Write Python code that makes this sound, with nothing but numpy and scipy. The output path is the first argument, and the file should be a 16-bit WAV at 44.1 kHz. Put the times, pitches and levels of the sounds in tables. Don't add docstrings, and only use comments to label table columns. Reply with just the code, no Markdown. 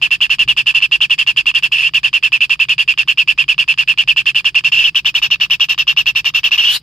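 import sys
import numpy as np
from scipy import signal
from scipy.fft import rfft, irfft, next_fast_len
from scipy.io import wavfile
from scipy.ndimage import uniform_filter1d, minimum_filter1d

SR = 44100
rng = np.random.default_rng(int(sys.argv[2]) if len(sys.argv) > 2 else 0)


def invert_db(x):
    u = np.asarray(x, float) / 20
    return 10 ** u


def transcribe(u):
    v = np.clip(np.atleast_2d(u).T, -1, 1)
    q = np.round(v * 32767).astype(np.int16)
    wavfile.write(sys.argv[1], SR, q)


N = 300762
TIME = np.arange(N) / SR

# (frequency [Hz], density [dB per Hz])
RUMBLE_SPECTRUM = [(13, -41), (22, -22), (48, 3), (91, -9), (139, 6), (161, 1), (221, -14.5), (306, -12.5),
                   (400, -19.5), (520, -52.5), (880, -120)]
# (time [s], width [s], level [dB])
GUSTS = [
    (.47, 0.083, 7),
    (4.82, 0.075, 5),
]
RUMBLE_DB, SWELL_DB = -45.5, 0.5
# (frequency [Hz], density [dB per Hz])
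OUTDOOR_SPECTRUM = [(250, -20), (450, -8), (900, -13), (1900, -13), (2800, -5), (3600, -10), (4350, -11),
                    (4800, 0), (5250, -9), (5800, -24), (9000, -27), (16000, -30)]
OUTDOORS_DB = -55.5

# (time [s], length [s], whistle level [dB], top pitch [Hz])
FIRST_BOUT = [(0.0206, 0.047, -15, 2825), (0.112, .044, -16.5, 2728), (0.2108, .047, -14.5, 2960),
              (0.3011, 0.047, -16.5, 2806), (0.391, 0.045, -14, 2863), (0.483, .042, -12, 2945),
              (0.5711, 0.044, -15.5, 2784), (0.6655, 0.048, -14.5, 2817), (0.7465, 0.043, -13, 2763),
              (0.821, 0.039, -12, 2750), (0.9184, 0.045, -13, 2850), (1.0112, .044, -14, 3033),
              (1.1034, 0.0409, -14.5, 2832), (1.1852, 0.044, -17, 2818), (1.2704, 0.044, -14, 2827),
              (1.368, .043, -14, 2822), (1.4631, 0.043, -15.5, 2796), (1.5464, 0.044, -15.5, 2881),
              (1.6307, 0.04, -16.5, 2760)]
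STEADY_BOUT = [(1.942, 0.045, -15.5, 2880), (2.0376, 0.046, -16, 2745), (2.1355, 0.044, -14.5, 2769),
               (2.2319, 0.045, -14.5, 2731), (2.3257, .043, -13.5, 2735), (2.4118, .041, -14.5, 2737),
               (2.501, .043, -13.5, 2706), (2.599, 0.042, -12, 2747), (2.6914, 0.045, -14.5, 2827),
               (2.7863, 0.044, -15.5, 2802), (2.8831, 0.041, -13, 2720), (2.9817, 0.042, -15, 2750),
               (3.0813, .044, -14, 2765), (3.18, .046, -13.5, 2805), (3.281, 0.043, -13.5, 2720),
               (3.383, 0.044, -12.5, 2786), (3.4864, 0.043, -13, 2820), (3.5858, 0.045, -14, 2847),
               (3.6833, 0.044, -14, 2743), (3.7816, .046, -15.5, 2783), (3.8815, 0.044, -13.5, 2810),
               (3.9813, 0.044, -13.5, 2894), (4.081, .043, -11.5, 2830), (4.1679, 0.044, -16, 2787),
               (4.2623, 0.044, -14.5, 2753), (4.3526, 0.048, -15.5, 2880), (4.4501, .043, -15, 2880),
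               (4.5508, 0.045, -13.5, 2758), (4.6444, 0.044, -15, 2760)]
TURNED_BOUT = [(4.9528, .044, -16.5, 2975), (5.053, 0.046, -15.5, 2962), (5.1482, 0.0438, -17, 2908),
               (5.223, 0.0446, -16, 2834), (5.309, .04, -15, 2808), (5.406, 0.0458, -16, 2864),
               (5.5052, 0.0464, -15, 2906), (5.604, 0.0451, -15, 2889), (5.6925, 0.0418, -17.5, 2784),
               (5.784, 0.0413, -17, 2800), (5.8755, 0.0462, -15.5, 2844), (5.9705, 0.0466, -17, 2873),
               (6.064, 0.043, -16, 2825), (6.1567, 0.0444, -16.5, 2745), (6.2507, 0.0437, -18.5, 2773),
               (6.3445, 0.0489, -17.5, 2843), (6.4387, 0.044, -16, 2873), (6.515, 0.0459, -17, 2805)]
# (end pitch [Hz], air level [dB], opening snap level [dB], plop level [dB], snap lead [s])
BOUT_VOICES = [
    (2631, -31.5, -20, -26, .0052),
    (2567, -32, -17, -25, .0051),
    (2660, -33.5, -22, -28.5, .0054),
]
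BOUTS = list(zip((FIRST_BOUT, STEADY_BOUT, TURNED_BOUT), BOUT_VOICES))
# (time [s], whistle level [dB], pitch [Hz])
RUNS = [
    [(1.719, -14, 2523), (1.733, -9.5, 2857), (1.777, -19.5, 2562), (1.786, -13, 2605),
     (1.795, -14.5, 2650), (1.821, -12.5, 2527), (1.875, -13, 2768), (1.892, -36, 2887)],
    [(4.721, -13, 2684), (4.735, -6.5, 2845), (4.759, -15, 2697), (4.799, -10.5, 2773),
     (4.835, -17.5, 2610), (4.853, -7, 2958), (4.891, -19.5, 2580), (4.897, -27, 2587)],
    [(6.577, -13, 2753), (6.593, -8.5, 2922), (6.623, -20, 2650), (6.649, -11.5, 2790),
     (6.666, -17.5, 2950), (6.678, -9.5, 2810), (6.738, -22, 3043), (6.762, -22.5, 2890),
     (6.782, -45, 3000)],
]
RUN_AIR_DB, RUN_AIR_FOLLOWS = -34.5, 0.45
RUN_SNAP_DB, RUN_PLOP_DB, RUN_LEAD_S = -28, -29, 0.003
# (time [s], snap level [dB])
CLOSINGS = [(.0723, -24), (.264, -18), (0.724, -30), (.803, -19.5), (0.813, -23), (1.5132, -19),
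            (1.593, -23), (1.891, -22), (2.3752, -23), (2.5555, -32), (2.6508, -24), (2.938, -24),
            (3.031, -19), (3.4393, -20), (3.543, -24), (3.6388, -23), (3.7389, -18), (3.8328, -18),
            (3.9376, -26), (4.035, -19), (4.2163, -23), (4.314, -24), (4.4061, -21.5), (4.607, -26),
            (5.3571, -25), (5.4613, -34), (5.7447, -22), (5.927, -27), (6.3004, -22), (6.488, -26)]
CLOSING_PLOP_DB = -32.5

# (share of length [1], whistle level [dB], air level [dB])
CALL_ARCH = [
    (0, -16, -18.5),
    (.07, 3.5, 0.4),
    (.3, 8, 2.9),
    (.75, 0.5, -0.7),
    (1, -3, -3.5),
    (1.25, -31, -17.5),
    (1.5, -54.5, -34.5),
]
PITCH_ARCH = [
    (0, -.6),
    (.07, 0),
    (.25, 1.15),
    (.42, 1.15),
    (.75, .25),
    (1, -.35),
    (1.5, -.6),
]
# (frequency [Hz], density [dB per Hz])
AIR_SPECTRUM = [
    (100, 0),
    (2200, 0),
    (2750, -3),
    (3300, 0),
    (20000, 0),
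]
WAVER_HZ = 78

# (frequency [Hz], width [Hz], level with head sideways [dB], level with head turned [dB])
LEFT_PATH = [(325, 450, -29, -25.5), (536, 170, -34.5, -37.5), (904, 440, -15.5, -12),
             (1238, 276, -19.5, -16.5), (1615, 223, -10, -6.5), (1940, 680, -21.5, -20.5),
             (2888, 736, 3, 4), (3737, 180, -33.5, 2.5), (4544, 900, -9, -9), (5490, 506, -12, -5),
             (6440, 4140, -23, -20), (8040, 3100, -27.5, -31), (11920, 1600, -42.5, -26.5),
             (14100, 900, -32.5, -26.5), (15300, 700, -45.5, -27.5)]
RIGHT_PATH = [(317, 590, -29, -28.5), (586, 440, -30, -23.5), (1000, 400, -21, -21),
              (1324, 420, -24.5, -16.5), (1735, 222, -4, -4), (2423, 630, -1, 1.5), (2770, 560, 5, 4),
              (3450, 1150, -9.5, -4), (5120, 2840, -21, -17.5), (7020, 1970, -23.5, -20),
              (8860, 2470, -23.5, -25), (9950, 710, -26.5, -54), (11420, 730, -44, -23.5),
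              (13900, 2000, -33.5, -23.5), (15300, 700, -47.5, -33)]
# (start [s], end [s])
HEAD_TURN = (4.46, 5.25)
WALLS_DB, WALLS_T60 = -23, 0.085

# (time [s], level [dB], resonance [Hz], hiss level under it [dB])
GASP = [
    (6.68, -41, 3180, -7),
    (6.716, -24, 3450, -13.5),
    (6.745, -22, 3800, -11.5),
    (6.77, -19, 4050, -18),
    (6.78, -38, 4100, -21),
    (6.8, -53, 4300, -9),
]
# (before head turn [dB], after it [dB])
TREBLE_MARGIN = [-49, -45]


def evened(x):
    return x / np.sqrt(np.mean(x ** 2) + 1e-20)


def wander(hz):
    return evened(signal.lfilter(*signal.butter(2, hz, fs=SR), rng.standard_normal(N)))


def hiss(spectrum, same):
    hz = np.fft.rfftfreq(N, 1 / SR)
    f, db = np.transpose(spectrum)
    shared, other = rng.standard_normal((2, N))
    pair = np.array([shared, same * shared + np.sqrt(1 - same ** 2) * other])
    gain = invert_db(np.interp(np.log(hz + 1), np.log(f + 1), db))
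    return evened(irfft(rfft(pair) * gain, N))


def rumble():
    gusts_db = sum(db * np.exp(-((TIME - s) / width) ** 2) for s, width, db in GUSTS)
    return invert_db(RUMBLE_DB + gusts_db + SWELL_DB * wander(2)) * hiss(RUMBLE_SPECTRUM, 0.98)


def outdoors():
    return invert_db(OUTDOORS_DB) * hiss(OUTDOOR_SPECTRUM, 0.75)


def throat_moves():
    opens = []
    for calls, (_, _, snap_db, plop_db, lead) in BOUTS:
        opens += [(call[0] - lead, snap_db, plop_db) for call in calls]
    opens += [(run[0][0] - RUN_LEAD_S, RUN_SNAP_DB, RUN_PLOP_DB) for run in RUNS]
    spread = [0, 1.8, 2.2]  # s, dB, dB
    opens = np.array(opens) + rng.standard_normal((len(opens), 3)) * spread
    return [*opens, *((s, db, CLOSING_PLOP_DB) for s, db in CLOSINGS)]


def ticks():
    t = np.arange(400) / SR
    out, moves = np.zeros(N + 400), throat_moves()
    spray = signal.lfilter(*signal.butter(2, 4500, fs=SR), rng.standard_normal((len(moves), 400)))
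    puff = (t / 0.0021) ** 2 * np.exp(2 - 2 * t / 0.0021)
    ring = np.sin(2 * np.pi * 2850 * t)
    rising = np.sin(2 * np.pi * (850 + 60000 * t) * t)
    for (s, snap_db, plop_db), noise in zip(moves, spray):
        snap = invert_db(snap_db - 5) * puff * (ring + 6.5 * noise)
        plop = invert_db(plop_db + 14) * puff * rising
        out[round((s - 0.002) * SR):][:400] += snap + plop
    return out[:N]


def effort():
    share, voice_db, breath_db = np.transpose(CALL_ARCH)
    lift = np.interp(share, *np.transpose(PITCH_ARCH))
    calls = []
    for rows, (end, air_db, *_) in BOUTS:
        for s, length, db, top in rows:
            times = s + share * length - 0.0015
            pitches = end + lift * (top - end)
            calls.append(np.transpose([times, db + voice_db, pitches, air_db + breath_db]))
    for rows in RUNS:
        calls.append(np.array([(s, db, hz, RUN_AIR_DB + RUN_AIR_FOLLOWS * (db + 14.5)) for s, db, hz in rows]))

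    loud, pitch, air = np.zeros(N), np.full(N, 2700.0), np.zeros(N)
    for call in sorted(calls, key=lambda c: c[0, 0]):
        s, voice, hz, breath = call.T
        now = slice(round(s[0] * SR), round(s[-1] * SR))
        loud[now] = invert_db(np.interp(TIME[now], s, voice))
        air[now] = invert_db(np.interp(TIME[now], s, breath))
        pitch[now] = np.interp(TIME[now], s, hz)
    return uniform_filter1d(loud, size=30), pitch, uniform_filter1d(air, size=30)


def nestling():
    loud, pitch, air = effort()
    main = 2 * np.pi * np.cumsum(pitch + WAVER_HZ * wander(221.2)) / SR
    second = 2 * np.pi * np.cumsum(1.1 * pitch + 120 * wander(198.7)) / SR
    grip = 1 - np.clip(0.42 * wander(170) + 0.1, -0.3, 1)
    octave = invert_db(-10) * np.cos(2 * main)
    strain_db = np.clip(0.02 * (pitch - 2750), -6, 6)
    whistle = grip * (np.cos(main) + octave)
    whistle += invert_db(-4.5 + strain_db) * wander(130) * np.cos(second)
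    return loud * np.sqrt(2) * whistle + invert_db(25.5) * air * hiss(AIR_SPECTRUM, 0.73)


def through(path, sideways, turned):
    size = next_fast_len(N + 4096)
    hz, out = np.fft.rfftfreq(size, 1 / SR), 0
    side, turn = rfft(sideways, size), rfft(turned, size)
    for k, (f, width, side_db, turn_db) in enumerate(path):
        mode = 1 / (1 + 1j * (hz ** 2 - f ** 2) / (hz + 1) / width) ** 2
        out = out + (-1) ** k * mode * (invert_db(side_db) * side + invert_db(turn_db) * turn)
    return irfft(out, size)[:N]


def burrow(x, t60):
    t = np.arange(4000) / SR
    tail = rng.standard_normal((2, 4000)) * invert_db(-60 * t / t60) * (t > 0.0004)
    tail /= np.linalg.norm(tail, axis=1, keepdims=True)
    return signal.fftconvolve(x, tail, axes=1)[:, :N]


def rasp():
    s, db, hz, hiss_db = np.transpose(GASP)
    angle = 2 * np.pi * np.cumsum(np.interp(TIME, s, hz)) / SR
    lower, upper = np.exp(1j * angle), np.exp(1j * angle * 1.2)
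    air = rng.standard_normal((3, N))
    roar = evened((lower * signal.lfilter(*signal.butter(2, 270, fs=SR), air[0] / lower)).real)
    roar += invert_db(-5.5) * evened((upper * signal.lfilter(*signal.butter(2, 200, fs=SR), air[2] / upper)).real)
    roar += invert_db(-13) * evened(signal.lfilter(*signal.butter(1, [1400, 2200], "band", fs=SR), air[1]))
    bright = signal.lfilter(*signal.butter(2, [3000, 13500], "band", fs=SR), air[0] + 3.4 * air[1:])
    strength = invert_db(np.interp(TIME, s, db, -150, -150))
    return strength * (roar + invert_db(np.interp(TIME, s, hiss_db)) * bright)


def scene():
    outside = rumble() + outdoors()
    bird = ticks() + nestling()
    turned = np.interp(TIME, HEAD_TURN, [0, 1])
    paths = zip((LEFT_PATH, RIGHT_PATH), bird)
    near = np.array([through(path, own * (1 - turned), own * turned) for path, own in paths]) + rasp()
    treble = signal.lfilter(*signal.butter(4, 3500, "high", fs=SR), near)
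    walls = invert_db(-5.5) * burrow(treble, 0.039) + invert_db(WALLS_DB) * burrow(near, WALLS_T60)
    return near + walls + outside


def gated_treble(x):
    band_hz, from_hz, edge_hz, luck_db = 345, 5900, 15750, 6.5
    hz, t, z = signal.stft(x, SR, nperseg=1024)
    band = (hz // band_hz).astype(int)
    power = [(abs(z[:, band == b]) ** 2).mean((0, 1)) + 1e-20 for b in range(band.max() + 1)]
    level_db = 10 * np.log10(power)
    luck = evened(uniform_filter1d(rng.standard_normal(level_db.shape), size=6))
    margin_db = np.interp(t, HEAD_TURN, TREBLE_MARGIN)
    over_db = level_db - level_db.max(0) - margin_db + luck_db * luck
    near_8k = np.exp(-((np.arange(len(luck)) * band_hz - 8000) / 1300) ** 2)
    over_db -= 8 * near_8k[:, None] * np.interp(t, HEAD_TURN, [0.5, 1])
    keep = np.where(hz[:, None] > from_hz, over_db[band] > 0, 1)
    edge = np.clip((edge_hz - hz[:, None]) / 150, 0, 1)
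    return signal.istft(z * keep * edge, SR, nperseg=1024)[1][:, :N]


def limited(x):
    envelope = abs(signal.hilbert(x, next_fast_len(N))[:, :N]).max(0)
    excess_db = np.maximum(20 * np.log10(envelope + 1e-9) + 2.5, 0)
    hold_db = -minimum_filter1d(-excess_db, size=40)
    return x * invert_db(-0.75 * uniform_filter1d(hold_db, size=40))


def low_pass(x):
    return signal.sosfilt(signal.butter(12, 16450, fs=SR, output="sos"), x)


def record(dry):
    mix = gated_treble(limited(dry))
    return low_pass(mix)


dry = scene()
out = record(dry)
transcribe(out)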